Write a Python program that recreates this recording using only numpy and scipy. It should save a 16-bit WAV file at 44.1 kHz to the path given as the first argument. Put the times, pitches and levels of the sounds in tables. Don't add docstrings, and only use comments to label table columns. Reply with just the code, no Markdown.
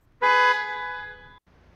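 import sys
import numpy as np
from scipy import signal
from scipy.io import wavfile
from scipy.ndimage import uniform_filter1d

SR = 44100
rng = np.random.default_rng(int(sys.argv[2]) if len(sys.argv) > 2 else 0)


def decibels_to_gain(level_db):
    exponent = np.asarray(level_db, float) / 20
    return 10 ** exponent


def output_pcm(signal):
    pcm = np.clip(np.atleast_2d(signal).T, -1, 1) * 32767
    wavfile.write(sys.argv[1], SR, np.round(pcm).astype(np.int16))


N = 77175

# multiple, before_db, after_db (either side of the scene change)
ENGINE_ORDERS = [(1, 0, -17), (2, -13.5, 3), (3, -9, 1.5), (4, -11, -14)]
# freq_hz, density_db (per Hz)
RUMBLE_COLOUR = [(20, -11), (40, -5.5), (70, -1.5), (120, 0), (180, -8.5), (250, -15), (320, -8),
                 (400, -28)]
# time_s, level_db
RUMBLE_LEVEL = [
    (0, -63),
    (.2, -60),
    (.3, -60),
    (.7, -62.5),
    (.8, -56),
    (1.1, -55),
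    (1.3, -53.5),
    (1.38, -60.5),
    (1.47, -66),
    (1.75, -57),
]
# freq_hz, density_db (per Hz)
ROAD_COLOUR = [(150, 0), (300, -3.5), (600, -8), (1800, -12.5), (2800, -21), (6300, -31), (7500, -46.5),
               (16000, -55)]
# time_s, level_db
ROAD_LEVEL = [
    (0, -69.5),
    (.2, -67.5),
    (.7, -65.5),
    (1.0, -63),
    (1.38, -64),
    (1.47, -60.5),
    (1.75, -59),
]
# time_s, peak_db, pitch_hz
TICKS = [
    (.030, -70, 7000),
    (.122, -68, 3200),
]
# start_s, stop_s, level_db, pitch_hz, width_hz,
# second_level_db, second_pitch_hz, second_width_hz
AIR_LEAK = (.008, .056, -80, 13300, 1800, -4, 7800, 2500)
# multiple, level_db
HIGH_HORN_ORDERS = [(1, -8.5), (2, 2.5), (3, -7.5), (4, -5), (5, -15.5), (6, -19.5), (7, -22), (8, -24),
                    (9, -28), (10, -38), (11, -35), (12, -41.5), (13, -51.5), (14, -50.5), (15, -54.5),
                    (16, -60), (17, -62), (18, -50.5), (19, -62.5), (20, -53.5), (21, -62.5), (22, -68),
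                    (23, -72), (24, -60), (25, -57), (26, -68), (27, -62.5), (28, -71), (29, -69),
                    (30, -71.5)]
LOW_HORN_ORDERS = [(1, -15), (2, -2), (3, -12), (4, -0.5), (5, -7.5), (6, -13.5), (7, -21.5), (8, -21),
                   (9, -26), (10, -32), (11, -25), (12, -27), (13, -34), (14, -38.5), (15, -36.5),
                   (16, -54), (17, -39), (18, -45.5), (19, -56.5), (20, -50.5), (21, -51.5), (22, -51),
                   (23, -61), (24, -57.5), (25, -53.5), (26, -58), (27, -60), (28, -71), (29, -62),
                   (30, -59)]
# freq_hz, density_db (per Hz)
RATTLE_COLOUR = [(150, -16.5), (300, -1), (700, -5.5), (1200, 4), (2500, -10.5), (5500, -29.5), (7500, -38),
                 (15000, -50)]
# delay_s, spread_s, level_db
ECHOES = [(.022, 0.014, -6), (.06, .015, -9), (.105, .008, -10.5), (.14, .02, -15), (.22, .03, -10),
          (.29, .03, -17.5), (.36, 0.046, -15), (.43, 0.069, -13.5), (.5, 0.029, -11.5), (.6, 0.016, -15.5),
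          (.72, 0.043, -17), (.84, 0.028, -32.5), (.95, 0.071, -21.5)]
# freq_hz, loss_db_per_s
PATH_LOSS = [(840, 8), (1000, 10), (1500, 2), (1700, 11), (2900, 25), (3450, 5), (4500, 24), (10000, 63)]
# freq_hz, level_db
THROWN_BACK = [(400, 3.5), (520, -10.5), (830, 2), (1000, -11), (1500, 1), (2300, -0.5), (4000, 4.5),
               (9000, 10)]

MUTE_START_S, MUTE_STOP_S, MUTE_FADE_S = 1.380, 1.469, 0.004


def evened(x):
    return x / np.sqrt(np.mean(x ** 2) + 1e-20)


def read(points, hz):
    f, value = np.transpose(points)
    return np.interp(np.log(hz + 1), np.log(f + 1), value)


def curve(points):
    return np.interp(np.arange(N) / SR, *np.transpose(points))


def noise(spectrum, patchy_db):
    a, b, patches = rng.standard_normal((N // 256 + 5, 513, 3)).T
    patches = uniform_filter1d(patches, size=8, axis=0)
    patches = evened(uniform_filter1d(patches, size=10, axis=1))
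    colour_db = read(spectrum, np.fft.rfftfreq(1024, 1 / SR))[:, None]
    z = (a + 1j * b) * decibels_to_gain(colour_db + patchy_db * patches)
    return evened(signal.istft(z, nperseg=1024, noverlap=768)[1][:N])


def resonate(x, hz, width):
    turn = np.exp(2j * np.pi * hz * np.arange(len(x)) / SR)
    r = np.exp(-np.pi * width / SR)
    return 2 * (turn * signal.lfilter([1 - r], [1, -r], x / turn)).real


def traffic():
    after = np.arange(N) > np.mean((MUTE_START_S, MUTE_STOP_S)) * SR
    firing_hz = np.where(after, 28.2, 29.1)
    turns = np.cumsum(firing_hz) / SR
    orders = np.zeros(N)
    for k, before_db, after_db in ENGINE_ORDERS:
        level = decibels_to_gain(np.where(after, after_db, before_db)) * np.sqrt(2)
        orders += level * np.cos(2 * np.pi * (k * turns + rng.random()))
    throb = 1 + 0.2 * np.cos(2 * np.pi * turns)
    body = throb * noise(RUMBLE_COLOUR + [(600, -68.5)], patchy_db=0) + orders
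    rumble = decibels_to_gain(curve(RUMBLE_LEVEL) - 2.5) * body
    road = decibels_to_gain(curve(ROAD_LEVEL)) * noise([(60, -28)] + ROAD_COLOUR, patchy_db=0)
    return rumble + road


def cab():
    t = np.arange(N) / SR
    ticks = np.zeros(N)
    for s, db, hz in TICKS:
        decay = (t > s) * np.exp(-np.maximum(t - s, 0) / 0.0015)
        burst = decay * rng.standard_normal(N)
        ticks += decibels_to_gain(db) * (0.34 * burst + 2 * resonate(burst, hz, 1500))
    start, stop, db, hz, width, db2, hz2, width2 = AIR_LEAK
    air = rng.standard_normal(N)
    first = evened(resonate(resonate(air, hz, width), hz, width))
    second = evened(resonate(resonate(air, hz2, width2), hz2, width2))
    puff = np.clip(np.minimum(t - start, stop - t) / 0.003, 0, 1)
    return ticks + decibels_to_gain(db) * (first + decibels_to_gain(db2) * second) * puff


def horn(orders, start_s, stop_s, pitch_hz, level_db):
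    swing_up_s, ring_down_s = 0.0047, 0.0091
    t = np.arange(N) / SR
    on = np.maximum(t - start_s, 0)
    off = np.maximum(t - stop_s, 0)
    grow = 0.5 + 0.5 * np.tanh((t - start_s) / (2 * swing_up_s))
    die = 1 / np.cosh(np.minimum(off / ring_down_s, 99))

    waver = 0.0003 * evened(uniform_filter1d(rng.standard_normal(N), size=400))
    start_flat = 0.02 * np.exp(-on / 0.012)
    stop_flat = 0.013 * np.tanh(off / ring_down_s)
    turns = np.cumsum(pitch_hz * (1 - start_flat - stop_flat + waver)) / SR

    lines = []
    for (k, db), phase in zip(orders, rng.random(len(orders))):
        swell = grow ** (1 + 0.82 * k)
        lines.append(decibels_to_gain(db) * swell * np.cos(2 * np.pi * (k * turns + phase)))
    stack = sum(lines) + 1.9 * np.exp(-on / 0.019) * lines[0]

    halves = np.cos(np.pi * turns) + np.cos(3 * np.pi * turns)
    halves = decibels_to_gain(-23) * np.exp(-on / 0.03) * halves
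    rattle_level = decibels_to_gain(-16) * np.exp(-on / 0.067) + decibels_to_gain(-54.5)
    rattle = rattle_level * noise(RATTLE_COLOUR, patchy_db=3)
    return decibels_to_gain(level_db) * np.sqrt(2) * die * (stack + grow * (grow * halves + rattle))


def roadside(x):
    spacing = 20
    at = np.arange(100, N - spacing, spacing)
    taps = np.zeros(N)
    taps[at + rng.integers(0, spacing, len(at))] = rng.choice([-1., 1.], len(at))
    t = np.arange(N) / SR
    power = np.zeros(N)
    for delay, spread, db in ECHOES:
        bunch = np.exp(-0.5 * ((t - delay) / spread) ** 2)
        power += decibels_to_gain(2 * db) * bunch / (spread * np.sqrt(2 * np.pi) * SR / spacing)
    f, frames, z = signal.stft(taps * np.sqrt(power), SR, nperseg=256)
    colour_db = read(THROWN_BACK, f)[:, None] - frames * read(PATH_LOSS, f)[:, None]
    tail = signal.istft(z * decibels_to_gain(colour_db), SR, nperseg=256)[1]
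    return x + signal.fftconvolve(x, tail)[:N]


def scene():
    high = horn(HIGH_HORN_ORDERS, start_s=0.219, stop_s=0.512, pitch_hz=498.25, level_db=-24.5)
    low = horn(LOW_HORN_ORDERS, start_s=0.225, stop_s=0.516, pitch_hz=419.15, level_db=-27.5)
    before = np.clip((MUTE_START_S - np.arange(N) / SR) / MUTE_FADE_S + 3, 0, 1)
    return (roadside(high + low) * before + traffic() + cab())[None]


def band_limit(x):
    return signal.sosfilt(signal.butter(12, 15600, fs=SR, output="sos"), x)


def record(dry):
    t = np.arange(N) / SR
    outside = np.maximum(MUTE_START_S - t, t - MUTE_STOP_S)
    gate = np.clip(outside / MUTE_FADE_S + 1, decibels_to_gain(-30), 1)
    squeezed = dry - 0.12 * dry ** 3
    mix = squeezed * gate + decibels_to_gain(-88) * rng.standard_normal(N)
    return band_limit(mix)


dry = scene()
out = record(dry)
output_pcm(out)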